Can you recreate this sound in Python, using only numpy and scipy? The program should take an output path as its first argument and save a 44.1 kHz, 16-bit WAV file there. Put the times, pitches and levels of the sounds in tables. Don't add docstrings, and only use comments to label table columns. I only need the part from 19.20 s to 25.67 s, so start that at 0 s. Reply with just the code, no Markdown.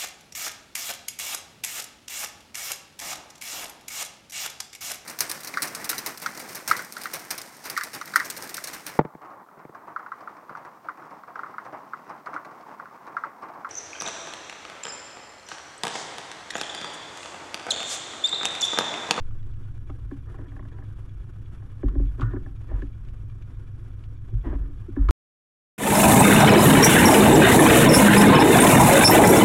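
import sys
import numpy as np
from scipy import signal
from scipy.fft import rfft, irfft
from scipy.io import wavfile

SR = 44100
rng = np.random.default_rng(int(sys.argv[2]) if len(sys.argv) > 2 else 0)


def bounce(signal):
    frames = np.transpose(np.atleast_2d(signal))
    limited = np.clip(frames, -1, 1)
    pcm = np.round(limited * 32767).astype(np.int16)
    wavfile.write(sys.argv[1], SR, pcm)


N = 285150
TIME = np.arange(N) / SR
STOP_S = 5.909
TICK_T60_S = .042

# start_s, force_db, weight_db (sway over force), rim_db,
# rim_tilt_db_per_octave
KNOCKS = [(0.693, -35.5, 5.5, -40, -4.5), (.911, -28.5, -10, -40, 7), (2.629, -19.5, 4, -37, 3.5),
          (2.751, -24.5, 10.5, -41, 1.5), (2.793, -25.5, 10, -45.5, 0), (2.992, -29, 3, -40, 0),
          (3.132, -24, -3.5, -37, 2.5), (3.162, -28.5, -3, -40, 10), (3.511, -37, 20.5, -36.5, -15),
          (3.619, -31.5, 6, -36.5, 19.5), (5.272, -32.5, 15, -42.5, -17), (5.324, -29, 10.5, -37.5, -4),
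          (5.763, -19, -6.5, -35.5, 5), (5.884, -25.5, -8, -36, 9)]
# start_s, sway_db, boom_db
THUMPS = [(0.817, -26.5, -48), (1.969, -29, -44), (3.014, -42, -16), (3.476, -27.5, -34.5),
          (4.024, -36, -30.5), (5.12, -18, -20.5), (5.238, -19, -44), (5.383, -21, -30.5),
          (5.782, -9.5, -33), (5.868, -9, -35.5)]
# start_s, length_s, groan_db, scrape_db, rasp_db
RUBS = [(1.061, 0.14, -54.5, -57, -63), (1.179, 0.1, -45, -54, -62), (1.31, 0.32, -52, -62, -68),
        (1.513, 0.15, -54, -58.5, -64), (2.634, 0.25, -38.5, -56, -77), (2.974, 0.022, -37, -62, -72),
        (3.009, 0.083, -43, -52.5, -44.5), (3.092, .085, -41, -53, -50.5), (3.169, 0.12, -48.5, -66, -69),
        (3.482, 0.13, -45, -49, -66), (5.233, .138, -34.5, -43, -61), (5.366, 0.16, -47, -58, -64),
        (5.675, 0.016, -34.5, -75, -80), (5.759, 0.19, -49.5, -53.5, -57)]
# start_s, level_db, clack_over_tick_db
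CLICKS = [(.107, -54, 8.5), (0.699, -46, 9.5), (2.6821, -41.5, 12), (2.856, -52, 0), (2.997, -42, 10.5),
          (3.009, -31, -1), (3.017, -38, 17.5), (3.026, -39.5, 17), (3.619, -43, -10), (3.849, -48, -10),
          (4.096, -52, 2), (4.221, -46.5, -13), (4.837, -45, -9), (5.887, -29, 15)]
# start_s, level_db
CREAKS = [(1.142, -44.5), (1.186, -42.5), (1.318, -49), (1.364, -43), (1.393, -41), (1.425, -49.5),
          (1.451, -47.5), (1.516, -54), (1.584, -45), (1.623, -47.5), (2.422, -48.5), (3.261, -42.5),
          (5.086, -51.5)]

# pitch_hz, relative_db, t60_s
SWAY_MODES = [(45.8, -7.5, 0.32), (54.2, -10.5, 0.17)]
AIR_MODES = [(111.8, 10.5, 0.24), (129, -8, 0.34)]
PANEL_MODES = [(214, -9.5, 0.2), (277.6, 3.5, 0.18), (322, -2.5, 0.069), (349, 4.5, 0.052),
               (363, -2.5, 0.067), (530, -15, 0.055)]
RIM_MODES = [(608.4, 6, 0.027), (783, -9, 0.13), (958, -11.5, 0.062), (1079.3, 1, 0.028),
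             (1302, -1, 0.0093), (1535, -4.5, 0.017), (1730, -3, 0.025), (1840, -4.5, 0.016),
             (2157, -22, 0.024)]
FRAME_MODES = [(980, -2, 0.096), (1176, 4, .03), (1272, -3, .04), (1451, 7.5, 0.025), (1770, -6.5, 0.045)]
LOOSE_FITTING_MODES = [(2366, 7, 0.017), (2660, -2, 0.014), (2935, -5.5, 0.043), (3380, 1, 0.027),
                       (3596, -4, 0.016), (4520, -11.5, 0.025), (6650, -14, .03)]

# frequency_hz, relative_density_db
SCRAPE_SPECTRUM = [(200, -11.5), (400, 9), (480, 5), (600, 1.5), (820, -5), (980, 2), (1400, -7),
                   (1800, -4), (2400, -19), (2900, -19), (4500, -35.5), (12000, -47.5)]
TICK_SPECTRUM = [(300, -21), (900, -2.5), (2400, 7), (3600, -1), (5000, -11.5), (7000, -13), (11000, -30),
                 (15000, -42)]
CLACK_SPECTRUM = [(400, -16), (750, -1.5), (1100, 11), (1350, 12.5), (1700, -20.5), (2600, -26),
                  (5000, -40)]
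EXHAUST_SPECTRUM = [(100, -37), (155, -3.5), (195, 2.5), (222, -10.5), (260, -4), (375, -2), (435, -14),
                    (495, -10), (560, -16), (860, -19), (1150, -14.5), (1650, -17), (2000, -25.5),
                    (3300, -28), (4100, -35.5), (11200, -39.5), (15000, -62)]
BUFFET_SPECTRUM = [(8, -15), (32, -10), (46, -5), (58, -12.5), (80, -17.5), (108, -10), (135, -26),
                   (170, -26), (400, -81.5)]

# time_s, cycle_rate_hz
IDLE_SPEED = [(0, 8.22), (1.4, 8.22), (2.6, 8.17), (4.4, 8.1), (5.9, 8.09)]
# multiple_of_cycle_rate, level_db
ENGINE_HARMONICS = [(5, -43), (6, -65.5), (8, -42.5), (9, -76), (10, -65), (11, -71), (12, -42), (13, -40),
                    (14, -58.5), (15, -51.5), (16, -47.5), (19, -63.5), (20, -67.5), (21, -67.5),
                    (23, -60.5), (27, -74), (31, -76.5), (32, -68.5), (33, -61.5), (40, -76.5)]
# time_s, level_db
SHUDDER_LEVEL = [(0, -22.5), (.6, -34.5), (1.2, -39), (5.9, -37.5)]
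# pitch_hz, level_db
WHINE_TONES = [(5650, -78), (11300, -82.5)]
# delay_s, gain
COCKPIT_ECHOES = [(.0029, 0.005), (.0051, -0.12), (.0083, 0.2), (0.0124, 0.12)]


def knocks(boom_db=-8.5, boom_per_weight=0.16):
    out = np.zeros(N)
    for start_s, force_db, weight_db, rim_db, tilt_db in KNOCKS:
        air_db = force_db + boom_db + boom_per_weight * weight_db
        add(out, start_s, shell(force_db + weight_db, air_db, force_db))
        rim = ring(tilted(RIM_MODES, tilt_db), scatter_db=1.5, lag=.13, rise_cycles=3)
        add(out, start_s, amp(rim_db) * rim)
    return out


def thumps(panel_over_boom_db=-19.5):
    out = np.zeros(N)
    for start_s, sway_db, boom_db in THUMPS:
        add(out, start_s, shell(sway_db, boom_db, boom_db + panel_over_boom_db))
    return out


def shell(sway_db, boom_db, panel_db):
    sway = ring(SWAY_MODES, lag=.14, rise_cycles=0.64)
    boom = ring(AIR_MODES, lag=.13, rise_cycles=1.2)
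    panels = ring(tilted(PANEL_MODES, tilt_db=5), scatter_db=3, lag=.16)
    return amp(sway_db) * sway + amp(boom_db) * boom + amp(panel_db) * panels


def rubbing(slips_per_s=700, smear=0.081, fade_db_per_s=-44.5):
    out = np.zeros(N)
    for start_s, length_s, groan_db, scrape_db, rasp_db in RUBS:
        size = int(length_s * SR)
        slipping = rng.random(N)[:size] < slips_per_s / SR
        slip_db = np.minimum(rng.exponential(1, N)[:size], 3)
        grit = rng.standard_normal(N)[:size]
        slips = slipping * amp(slip_db) * np.sign(grit) + smear * grit
        stroke = signal.windows.tukey(size, .2) * amp(fade_db_per_s * TIME[:size])
        force = unit_rms(slips) * stroke
        add(out, start_s, amp(groan_db) * shaken(PANEL_MODES, force))
        add(out, start_s, amp(scrape_db) * coloured(slips, SCRAPE_SPECTRUM) * stroke)
        add(out, start_s, amp(rasp_db) * shaken(FRAME_MODES, force))
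    return cockpit(out)


def fittings(trim_db=-7, rise_s=.0009, rasp_over_clack_db=-35, rasp_t60_s=0.26):
    out, t = np.zeros(N), np.arange(SR // 3) / SR
    envelope = (1 - np.exp(-t / rise_s)) * amp(-60 * t / TICK_T60_S)
    for start_s, db, clack_db in CLICKS:
        tick = coloured(rng.standard_normal(len(t)), TICK_SPECTRUM)
        clack = coloured(rng.standard_normal(len(t)), CLACK_SPECTRUM) * amp(clack_db)
        add(out, start_s, amp(db + trim_db) * envelope * (tick + clack))
        rasp_db = db + clack_db + rasp_over_clack_db
        rattle = rng.standard_normal(len(t)) * amp(rasp_db - 60 * t / rasp_t60_s)
        add(out, start_s, shaken(FRAME_MODES, rattle))
    return out


def creaks(rim_over_panel_db=2):
    out = np.zeros(N)
    for start_s, db in CREAKS:
        rim = ring(tilted(RIM_MODES, tilt_db=3), scatter_db=4.5, lag=.04, rise_cycles=2.5)
        add(out, start_s, amp(db + rim_over_panel_db) * rim)
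        add(out, start_s, amp(db) * ring(PANEL_MODES, scatter_db=6, lag=0.124))
    return out


def tow_plane(throb_s=4.05, exhaust_db=-58, flutter_db=2.26, shudder_hz=13.1):
    cycles = engine_cycles()
    since_throb = cycles - np.interp(throb_s, TIME, cycles)
    throb = 0
    for order, db in ENGINE_HARMONICS:
        phase = order * since_throb + 0.34 * rng.random() + 0.013 * drift(3.8)
        waver = 1 + 0.022 * drift(12)
        throb = throb + amp(db) * waver * np.sin(2 * np.pi * phase)
    firing = 1 + 0.17 * np.cos(2 * np.pi * 4 * cycles)
    exhaust = amp(exhaust_db + flutter_db * drift(35)) * unit_rms(cockpit(noise(EXHAUST_SPECTRUM)))
    shudder = amp(curve(SHUDDER_LEVEL)) * np.sin(2 * np.pi * shudder_hz * TIME)
    return throb + exhaust * firing + shudder


def engine_cycles():
    return np.cumsum(curve(IDLE_SPEED)) / SR


def buffeting(jolts, steady_db=-42, wobble_db=-8.5, wobble_s=0.13):
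    decay = np.exp(-1 / (wobble_s * SR))
    jolt_power = signal.lfilter([1 - decay], [1, -decay], jolts ** 2)
    level = np.sqrt(amp(steady_db) ** 2 + amp(wobble_db) ** 2 * jolt_power)
    return level * noise(BUFFET_SPECTRUM)


def stray_ticks(softest_db=-63, range_db=6, count=14):
    out, t = np.zeros(N), np.arange(SR // 8) / SR
    for when, strength in rng.random((count, 2)):
        tick = coloured(rng.standard_normal(len(t)), TICK_SPECTRUM) * amp(-60 * t / TICK_T60_S)
        add(out, when * STOP_S, amp(softest_db + range_db * strength) * tick)
    return out


def fitting_buzz(level_db=-76, shake_s=4.097, uneven_db=2):
    cycles = engine_cycles()
    cycle_phase = (cycles - np.interp(shake_s, TIME, cycles)) % 1
    shake = .2 + np.exp(-cycle_phase / .09)
    chatter = rng.standard_normal(N) * shake * amp(uneven_db * drift(24))
    buzz = signal.fftconvolve(chatter, ring(LOOSE_FITTING_MODES, lag=0))[:N]
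    return amp(level_db) * unit_rms(buzz)


def whine(chirps_per_s=24, jitter_cycles=.12):
    gate = np.exp(-((TIME * chirps_per_s % 1 - .5) / 0.15) ** 2)
    return gate * sum(amp(db) * np.sin(2 * np.pi * (hz * TIME + jitter_cycles * drift(60)))
                      for hz, db in WHINE_TONES)


def cockpit(x):
    return x + sum(gain * np.interp(TIME - delay_s, TIME, x, left=0) for delay_s, gain in COCKPIT_ECHOES)


def ring(modes, scatter_db=0., lag=0.1685, rise_cycles=1.0):
    t, out = np.arange(SR // 2) / SR, 0
    first_arrival_s = lag / np.sqrt(RIM_MODES[-1][0])
    for hz, db, t60_s in modes:
        age = np.maximum(t - lag / np.sqrt(hz) + first_arrival_s, 0)
        swell = 1 - np.exp(-(age * hz / rise_cycles) ** 2)
        spot_db = scatter_db * rng.standard_normal()
        out = out + amp(db + spot_db - 60 * age / t60_s) * swell * np.sin(2 * np.pi * hz * age)
    return out / abs(out).max()


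def shaken(modes, force):
    body = ring(modes)
    return signal.fftconvolve(force, body / np.linalg.norm(body))


def tilted(modes, tilt_db):
    return [(hz, db + tilt_db * np.log2(hz / modes[0][0]), t60_s) for hz, db, t60_s in modes]


def coloured(x, spectrum):
    hz, db = np.transpose(spectrum)
    log_hz = np.log(np.fft.rfftfreq(len(x), 1 / SR) + 1)
    gain = amp(np.interp(log_hz, np.log(hz), db))
    return unit_rms(irfft(rfft(x) * gain, len(x)))


def noise(spectrum):
    return coloured(rng.standard_normal(N), spectrum)


def drift(rate_hz):
    hz = np.fft.rfftfreq(N, 1 / SR)
    return unit_rms(irfft(rfft(rng.standard_normal(N)) * np.exp(-(hz / rate_hz) ** 2), N))


def amp(db):
    return 10 ** (np.asarray(db) / 20)


def unit_rms(x):
    return x / np.sqrt(np.mean(x ** 2) + 1e-20)


def curve(rows):
    return np.interp(TIME, *np.transpose(rows))


def add(mix, start_s, sound):
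    part = mix[max(round(start_s * SR), 0):][:len(sound)]
    part += sound[:len(part)]


def scene():
    jolts = knocks() + thumps()
    background = tow_plane() + buffeting(jolts) + fitting_buzz() + whine()
    canopy = jolts + creaks() + fittings() + rubbing()
    return (canopy + background + stray_ticks())[None]


def record(dry, cutoff_hz=15500):
    lowpass = signal.firwin(511, cutoff_hz, window=("kaiser", 9), fs=SR)
    return signal.oaconvolve(dry * (TIME < STOP_S), lowpass[None], "same")


dry = scene()
out = record(dry)
bounce(out)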